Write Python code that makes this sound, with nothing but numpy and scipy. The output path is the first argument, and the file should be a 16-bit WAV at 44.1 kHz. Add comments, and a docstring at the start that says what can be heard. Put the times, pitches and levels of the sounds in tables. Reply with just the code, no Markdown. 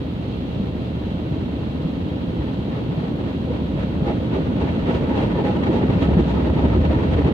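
"""Car wash from inside

A stereo microphone pair sits in a closed car, glass close on every side, as a rotating brush works
its way in from the right. Wet cloth strips drum on the panels and set the cabin booming; bunches of
them swish and splat over the foamy glass, and some strips land with a heavy slap. Behind it all,
water spray patters steadily on the windows."""
import sys
import numpy as np
from scipy import signal
from scipy.fft import rfft, irfft
from scipy.io import wavfile
from scipy.ndimage import uniform_filter1d

SR = 44100
rng = np.random.default_rng(int(sys.argv[2]) if len(sys.argv) > 2 else 0)


def store_wav(level_fs):
    """Save 16-bit WAV to argv[1]."""
    pcm = np.round(np.clip(np.atleast_2d(level_fs), -1, 1) * 32767)
    wavfile.write(sys.argv[1], SR, pcm.T.astype(np.int16))


N = 323253
TIME = np.arange(N) / SR
HZ = np.maximum(np.arange(N // 2 + 1) * SR / N, 1)

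# resonances of the cabin air and of the windows: f/Hz, width/Hz, level/dB re the plain sound
CABIN_MODES = [(68.4, 43, -6.5), (118.7, 8.7, -11), (171.4, 19, -6.5), (274, 4.8, -28.5)]
GLASS_MODES = [(788, 35, -0.5), (900, 17, -13), (1302, 14, -7), (1770, 17, -13.5), (2720, 100, -8),
               (3240, 71, -5.5)]
# stereo balance of the panels and of the glass at the microphones: f/Hz, left minus right/dB
PANEL_BALANCE = [(80, -4.5), (140, -0.5), (320, -1), (420, 5.5), (560, 0)]
GLASS_BALANCE = [(320, -10), (440, -0.5), (650, 0), (1000, 1.5), (1400, -1.5), (2500, -0.5), (3600, -1.5),
                 (5500, 5.5), (9000, 2.5)]


def drumming(strips_per_s=600, gain_db=-0.5):
    """Soft strips beat on the sheet metal; more of them reach it as the brush presses in."""
    approach = [(0, -26), (1.2, -25), (3.3, -24), (4.3, -22), (5.0, -21.5), (5.8, -19.5), (7.33, -20)]  # the brush closing in: t/s, relative level/dB
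    colour = [(30, -42.5), (60, -25), (90, -7.5), (115, 0.5), (145, -0.5), (205, 1), (290, 0.5),
              (390, -10.5), (520, -13.5), (740, -20), (1000, -31.5), (1600, -37), (8000, -100)]  # the panels heard from inside: f/Hz, level/dB
    level = from_db(in_time(approach))
    beats = impacts(strips_per_s * level / level.mean(), spread_db=0.0)
    panels = through_body(beats, colour, PANEL_BALANCE, CABIN_MODES)
    return level * from_db(gain_db) * evened(panels, span_s=0.091)


def boom(waver_db=0.65):
    """The brush's weight and shoves pump the cabin's lowest air resonance, from rumble into drone."""
    leaning = [(0, -31), (1.9, -30), (3.0, -34.5), (3.6, -28), (5.0, -28), (5.7, -29.5), (6.05, -22.5),
               (6.35, -24.5), (6.7, -19.5), (7.33, -22.5)]  # weight of the brush on the body: t/s, level/dB
    shoves = [(1.05, -19), (2.41, -22), (4.6, -23), (4.99, -20.5), (5.98, -21), (6.125, -13), (6.2, -18.5),
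              (6.455, -21), (6.52, -21.5), (6.8, -19), (7.15, -14)]  # heavier pushes: t/s, level/dB
    colour = [(8, -28), (30, -16.5), (45, -13), (60, -6), (74, -2), (88, -4), (110, -13), (170, -32.5),
              (700, -100)]  # rumble in the cabin: f/Hz, level/dB
    drone_path = [(5.8, 86, 0), (5.97, 83, .3), (6.15, 74, .45), (6.3, 60, .45), (6.48, 73, .45),
                  (6.7, 66, .4), (6.84, 72, .5), (6.98, 68, .35), (7.16, 77, .65), (7.33, 72, .25)]  # the body pressed hard: t/s, f/Hz, share of the boom's power/0-1
    rumble = through_body(impacts(700, spread_db=-1.0), colour, modes=CABIN_MODES)
    rumble = evened(rumble, span_s=0.11)
    hz, share = in_time(drone_path)
    power = from_db(in_time(leaning) + waver_db * drift(18.0)) ** 2
    power = power + sum((from_db(db) * bell(s, length_s=0.026)) ** 2 for s, db in shoves)
    drone = wavering(hz, waver=0.055, rate=12.5)
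    return np.sqrt(power) * (np.sqrt(1 - share) * rumble + np.sqrt(share) * drone)


def slaps(rise_s=0.0035):
    """Single water-laden strips land softly on a panel, whose pitch depends on the spot they hit."""
    landings = [(0.598, -14, 194), (1.14, -15, 161), (1.312, -12, 148), (1.425, -16, 135), (1.849, -9, 167),
                (2.275, -16, 127), (2.397, -21, 290), (2.588, -15, 156), (2.677, -21, 310),
                (2.887, -19, 149), (2.974, -17, 145), (3.027, -23, 468), (3.108, -17, 233),
                (3.202, -22, 355), (3.471, -24, 506), (3.758, -16, 153), (4.019, -10.5, 170),
                (4.362, -14, 400), (4.492, -16, 240), (4.558, -13, 125), (4.626, -12, 250),
                (4.889, -13.5, 249), (5.107, -14, 273), (5.233, -14.5, 194), (5.386, -15, 425),
                (5.691, -11, 320), (5.836, -12, 250), (5.89, -11, 131), (5.952, -12, 180),
                (6.081, -12, 191), (6.103, -17, 537), (6.168, -7, 174), (6.189, -14, 335), (6.56, -11, 170),
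                (6.632, -13, 258), (6.76, -14, 345), (6.779, -10, 158), (6.93, -15, 310), (7.255, -11, 170),
                (7.279, -13, 334)]  # heavy strips: t/s, peak level/dB, f/Hz
    panel_modes = [(.47, -15, .09), (.76, -9, .055), (1, 0, .075), (1.5, -8, .04), (2.0, -13, .03),
                   (2.86, -19, .02)]  # ring of the panel: multiple of f, level/dB, t60/s
    t = np.arange(SR // 8) / SR
    out = np.zeros(N + len(t))
    for s, peak_db, hz in landings:
        scatter_db = rng.standard_normal(len(panel_modes))
        knock = sum(from_db(db + scatter - 60 * t / t60) * np.sin(2 * np.pi * hz * multiple * t)
                    for (multiple, db, t60), scatter in zip(panel_modes, scatter_db))
        knock = knock * (1 - np.exp(-t / rise_s))
        at = round(s * SR)
        out[at:at + len(t)] += from_db(peak_db) * knock / np.abs(knock).max()
    return out[:N]


def bunches():
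    """Each bunch of strips swells and fades as it sweeps by; the summed power of (sliding, striking)."""
    # one bunch a turn at first, then several as the brush presses in:
    # t/s, length/s, relative sliding level/dB, relative striking level/dB
    sweeps = [(2.417, 0.024, -42, -41), (2.488, 0.033, -49, -40), (2.75, 0.067, -43.5, -40),
              (3.014, 0.13, -44.5, -41), (3.268, 0.098, -40.5, -46), (3.55, 0.066, -42, -40.5),
              (3.81, 0.058, -37, -42.5), (4.097, 0.044, -32.5, -32.5), (4.358, 0.042, -32.5, -37),
              (4.63, 0.029, -32.5, -36), (4.69, 0.024, -45, -32), (4.883, 0.033, -37, -31),
              (4.915, 0.025, -32.5, -37), (4.958, 0.039, -32.5, -34.5), (5.055, .04, -43, -38),
              (5.123, 0.043, -36.5, -32), (5.193, 0.069, -31, -33), (5.243, 0.024, -32, -33),
              (5.307, .04, -44, -36), (5.36, 0.016, -41, -32.5), (5.4, 0.025, -44, -28.5),
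              (5.458, 0.03, -32, -30), (5.508, 0.045, -33, -39), (5.567, 0.022, -36, -35),
              (5.637, 0.016, -32.5, -34), (5.672, 0.019, -31, -32), (5.752, 0.043, -34, -30),
              (5.835, 0.016, -41, -30), (5.903, 0.014, -31.5, -36), (5.936, 0.035, -37, -37),
              (6.028, 0.05, -32, -38), (6.107, 0.04, -39, -34.5), (6.19, 0.025, -32.5, -33),
              (6.312, 0.05, -40, -33.5), (6.374, 0.019, -34.5, -31.5), (6.406, 0.017, -34, -31.5),
              (6.471, 0.031, -35, -32), (6.588, 0.027, -34.5, -31), (6.653, 0.036, -35, -29),
              (6.733, 0.046, -36.5, -32), (6.852, 0.025, -35, -34), (6.914, 0.028, -37, -32),
              (6.954, 0.02, -42, -30.5), (7, 0.027, -32, -39), (7.037, 0.023, -34, -35),
              (7.123, 0.027, -33, -38), (7.195, 0.051, -35.5, -35.5), (7.279, 0.049, -34.5, -33)]
    return sum(np.outer(from_db(db), bell(s, length)) ** 2 for s, length, *db in sweeps)


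def thudding(bunch_power, strips_per_s=700, gain_db=3.0):
    """The heavy ends of each bunch hit the door in a short, hollow roll."""
    colour = [(80, -37.5), (250, -8.5), (390, 6), (540, -1.5), (680, -7), (750, -14), (850, -10.5),
              (1200, -27), (6000, -90.5)]  # the door heard from inside: f/Hz, level/dB
    roll = through_body(impacts(strips_per_s, spread_db=3.0), colour, PANEL_BALANCE, GLASS_MODES)
    return np.sqrt(bunch_power) * from_db(gain_db) * evened(roll, span_s=0.079)


def swishing(bunch_power, slips_per_s=5000, flutter_db=1.56, gain_db=6.0):
    """Wet cloth slips over the glass in countless tiny jerks, swelling as each bunch sweeps by."""
    drag = [(0, -44), (1.5, -42.5), (3.4, -42.5), (4.2, -40), (4.7, -36), (5.2, -36), (6, -35), (6.6, -36),
            (7.33, -35.5)]  # strips trailing on the glass between bunches: t/s, relative level/dB
    colour = [(40, -52.5), (150, -12.5), (330, 5), (420, 4), (540, 6), (680, 1.5), (745, -5), (950, -2.5),
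              (1180, -6.5), (2100, -11.5), (3300, -18), (4100, -21), (5300, -36.5), (6500, -39),
              (9000, -48), (15000, -57)]  # cloth heard through the glass: f/Hz, level/dB
    power = from_db(in_time(drag)) ** 2 + bunch_power
    slips = impacts(slips_per_s, spread_db=2.5) * from_db(flutter_db * drift(41))
    slips = cabin_echo(evened(slips, span_s=0.11), echo_db=-8.0)
    glass = through_body(slips, colour, GLASS_BALANCE, GLASS_MODES)
    return np.sqrt(power) * from_db(gain_db) * glass


def splatting(bunch_power, strips_per_s=900, wander_db=5.5, crack_db=-1.5):
    """Wet strips smack the side window; its hollow ring shifts as they land on different spots."""
    pane_modes = [(665, 0), (815, 2.5), (940, 2.5), (1070, -8), (1300, -6.5), (1775, -5.5)]  # ring of the side window: f/Hz, level/dB
    colour = [(300, -9), (650, 2), (1200, -0.5), (2400, -3.5), (3800, -8), (5300, -27), (9000, -46.5),
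              (15000, -62.5)]  # smacks heard through the glass: f/Hz, level/dB
    hits = cabin_echo(impacts(strips_per_s, spread_db=1.5), echo_db=-6.5)
    pane = sum(from_db(db + wander_db * drift(7.2)) * ring(hits, hz, t60_s=0.025) * (-1) ** k
               for k, (hz, db) in enumerate(pane_modes))
    splats = through_body(unit_rms(pane) + from_db(crack_db) * hits, colour, GLASS_BALANCE)
    return np.sqrt(bunch_power) * evened(splats, span_s=0.047)


def catching(rough_db=0.9):
    """A sticking strip rubs one mode of glass or metal into a brief, slightly rough note."""
    catches = [(3.51, 489, 0.01, -23.5), (4.088, 825, 0.036, -32), (4.363, 404, 0.0089, -23),
               (4.905, 930, 0.029, -38), (5.38, 1770, 0.05, -50), (5.499, 833, 0.027, -31.5),
               (5.775, 854, .04, -35), (6.043, 1300, 0.021, -39), (6.19, 800, .022, -39),
               (6.96, 424, 0.062, -30)]  # strips that stick: t/s, f/Hz, length/s, level/dB
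    return sum(from_db(db + rough_db * drift(70)) * bell(s, length)
               * wavering(hz, waver=0.0141, rate=59.7) for s, hz, length, db in catches)


def splashing(drops_per_s=4000):
    """The wettest bunches fling water that breaks on the side window in a bright burst of drops."""
    splashes = [(3.82, 0.056, -54), (4.946, 0.039, -48), (5.2, .08, -51), (5.755, .05, -46.5),
                (6.036, .04, -45), (6.298, 0.045, -46), (7.127, 0.021, -50)]  # sheets of water: t/s, length/s, level/dB
    colour = [(800, -9), (2000, -2), (3800, 4), (5200, -12), (7000, -15.5), (9000, -30), (14000, -47.5)]  # water heard through the glass: f/Hz, level/dB
    level = sum(from_db(db) * bell(s, length) for s, length, db in splashes)
    drops = cabin_echo(impacts(drops_per_s, spread_db=2.5), echo_db=-10.0)
    return level * through_body(drops, colour, GLASS_BALANCE)


def spray(drops_per_s=9000, level_db=-43.5, surge_db=0.66, waver_db=0.34, flutter_db=0.5):
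    """Fine drops on the windows merge into a fizzing hiss that surges with each turn of the brush."""
    colour = [(300, 5.5), (900, 8), (1500, -2.5), (2100, 1), (3100, 4.5), (4000, 2.5), (4600, -6),
              (5400, -17.5), (6400, -18), (8000, -26.5), (11000, -53)]  # spray heard through the glass: f/Hz, level/dB
    balance = [(1000, -3), (2800, -1.5), (3800, -2.5), (5000, 7.5), (8000, 0)]  # its stereo balance: f/Hz, left minus right/dB
    turn_s, peak_at_s = 0.272, 3.02
    drops = cabin_echo(impacts(drops_per_s, spread_db=2.5), echo_db=-18.0)
    drops = drops * from_db(flutter_db * drift(25))
    turn = np.cos(2 * np.pi * (TIME - peak_at_s) / turn_s)
    level = from_db(level_db + surge_db * turn - waver_db * drift(2.7))
    return level * through_body(drops, colour, balance, GLASS_MODES)


def through_body(force, colour, balance=None, modes=()):
    """Two force trains cross panel or glass and reach the microphones as mid and side; rms 1."""
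    likeness = [(60, 1), (130, 1), (300, 0.86), (520, 0.73), (720, 0.061), (1200, -0.41), (1800, -0.4),
                (2600, -0.051), (5000, -0.011)]  # how alike left and right are in the cabin: f/Hz, correlation
    response = 1 + sum(from_db(db) / (1 + 2j * (HZ - hz) / width) for hz, width, db in modes)
    mid, side = rfft(force) * response * from_db(over_hz(colour))
    alike = np.clip(over_hz(likeness), -1, 1)
    left_right = np.array([[1], [-1]])
    pair = np.sqrt(1 + alike) * mid + np.sqrt(1 - alike) * side * left_right
    if balance is not None:
        pair = pair * from_db(over_hz(balance) * left_right / 2)
    return unit_rms(irfft(pair, N))


def cabin_echo(force, echo_db, t60_s=0.074):
    """Glass close around the microphones throws each tick back as a short, dense tail."""
    t = np.arange(int(0.12 * SR)) / SR
    tail = rng.standard_normal((2, len(t))) * from_db(-60 * t / t60_s)
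    tail = tail / np.sqrt(np.sum(tail ** 2, axis=1, keepdims=True))
    return force + from_db(echo_db) * signal.fftconvolve(force, tail, axes=1)[:, :N]


def from_right(pair, lag_s=0.00025):
    """Blows on the right side of the car reach the left microphone later."""
    return np.array([np.interp(TIME - lag_s, TIME, pair[0]), pair[1]])


def impacts(per_s, spread_db):
    """Two trains of random contacts; the power stays 1 whatever their rate."""
    sizes = from_db(spread_db * np.minimum(rng.exponential(1, (2, N)), 4))
    lands = rng.random((2, N)) < per_s / SR
    return unit_rms(lands * sizes * rng.choice([-1, 1], (2, N)) / np.sqrt(per_s))


def ring(clicks, hz, t60_s):
    """Each click sets a decaying sine ringing."""
    r, w = from_db(-60 / (t60_s * SR)), 2 * np.pi * hz / SR
    return signal.lfilter([0, np.sin(w)], [1, -2 * r * np.cos(w), r * r], clicks + 1e-18)


def wavering(hz, waver, rate):
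    """A sine of rms 1 whose pitch strays at random by the share `waver`."""
    return np.sqrt(2) * np.sin(2 * np.pi * np.cumsum(hz * (1 + waver * drift(rate))) / SR)


def drift(rate):
    """A random wander of rms 1, smoothed above `rate` Hz."""
    step, settle = 40, 2000
    r = np.exp(-2 * np.pi * rate * step / SR)
    noise = rng.standard_normal(N // step + settle + 2)
    slow = signal.lfilter([1], [1, -2 * r, r * r], noise)[settle:]
    return np.interp(np.arange(N) / step, np.arange(len(slow)), unit_rms(slow))


def bell(s, length_s):
    """A swell of height 1 at time s, whose power halves half a length to either side."""
    return 0.5 ** np.minimum(2 * ((TIME - s) / length_s) ** 2, 40)


def evened(x, span_s):
    """Take out slow chance swells, leaving the fast grain."""
    power = uniform_filter1d(np.mean(x ** 2, axis=0), int(span_s * SR))
    return x / np.sqrt(power + 1e-9)


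def in_time(rows):
    """The curve or curves of a table, read at every sample."""
    times, *columns = np.transpose(rows)
    return np.squeeze([np.interp(TIME, times, column) for column in columns])


def over_hz(points):
    """A table, read at every frequency on a log axis."""
    hz, values = np.transpose(points)
    return np.interp(np.log(HZ), np.log(hz), values)


def from_db(db):
    """Decibels to gain."""
    return 10 ** (np.asarray(db) / 20)


def unit_rms(x):
    """Scale to rms 1."""
    return x / np.sqrt(np.mean(x ** 2) + 1e-20)


def scene():
    """Everything reaches the microphones through the panels and the windows of the car."""
    sliding, striking = bunches()
    body = drumming() + boom() + slaps() + thudding(striking)
    glass = splatting(striking) + swishing(sliding) + catching() + splashing() + spray()
    return from_right(body) + glass


def record(dry):
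    """The microphones lose the deepest bass and add a faint hiss; the ends are eased, the top is cut."""
    low_cut_hz, high_cut_hz, fade_s, hiss_db = 49, 15750, 0.003, -66.5
    heard = signal.sosfilt(signal.butter(2, low_cut_hz, "high", fs=SR, output="sos"), dry)
    heard = heard * np.minimum(np.minimum(TIME, TIME[-1] - TIME) / fade_s, 1)
    heard = heard + from_db(hiss_db) * rng.standard_normal((2, N))
    return signal.sosfilt(signal.ellip(10, 0.1, 80, high_cut_hz, fs=SR, output="sos"), heard)


dry = scene()
out = record(dry)
store_wav(out)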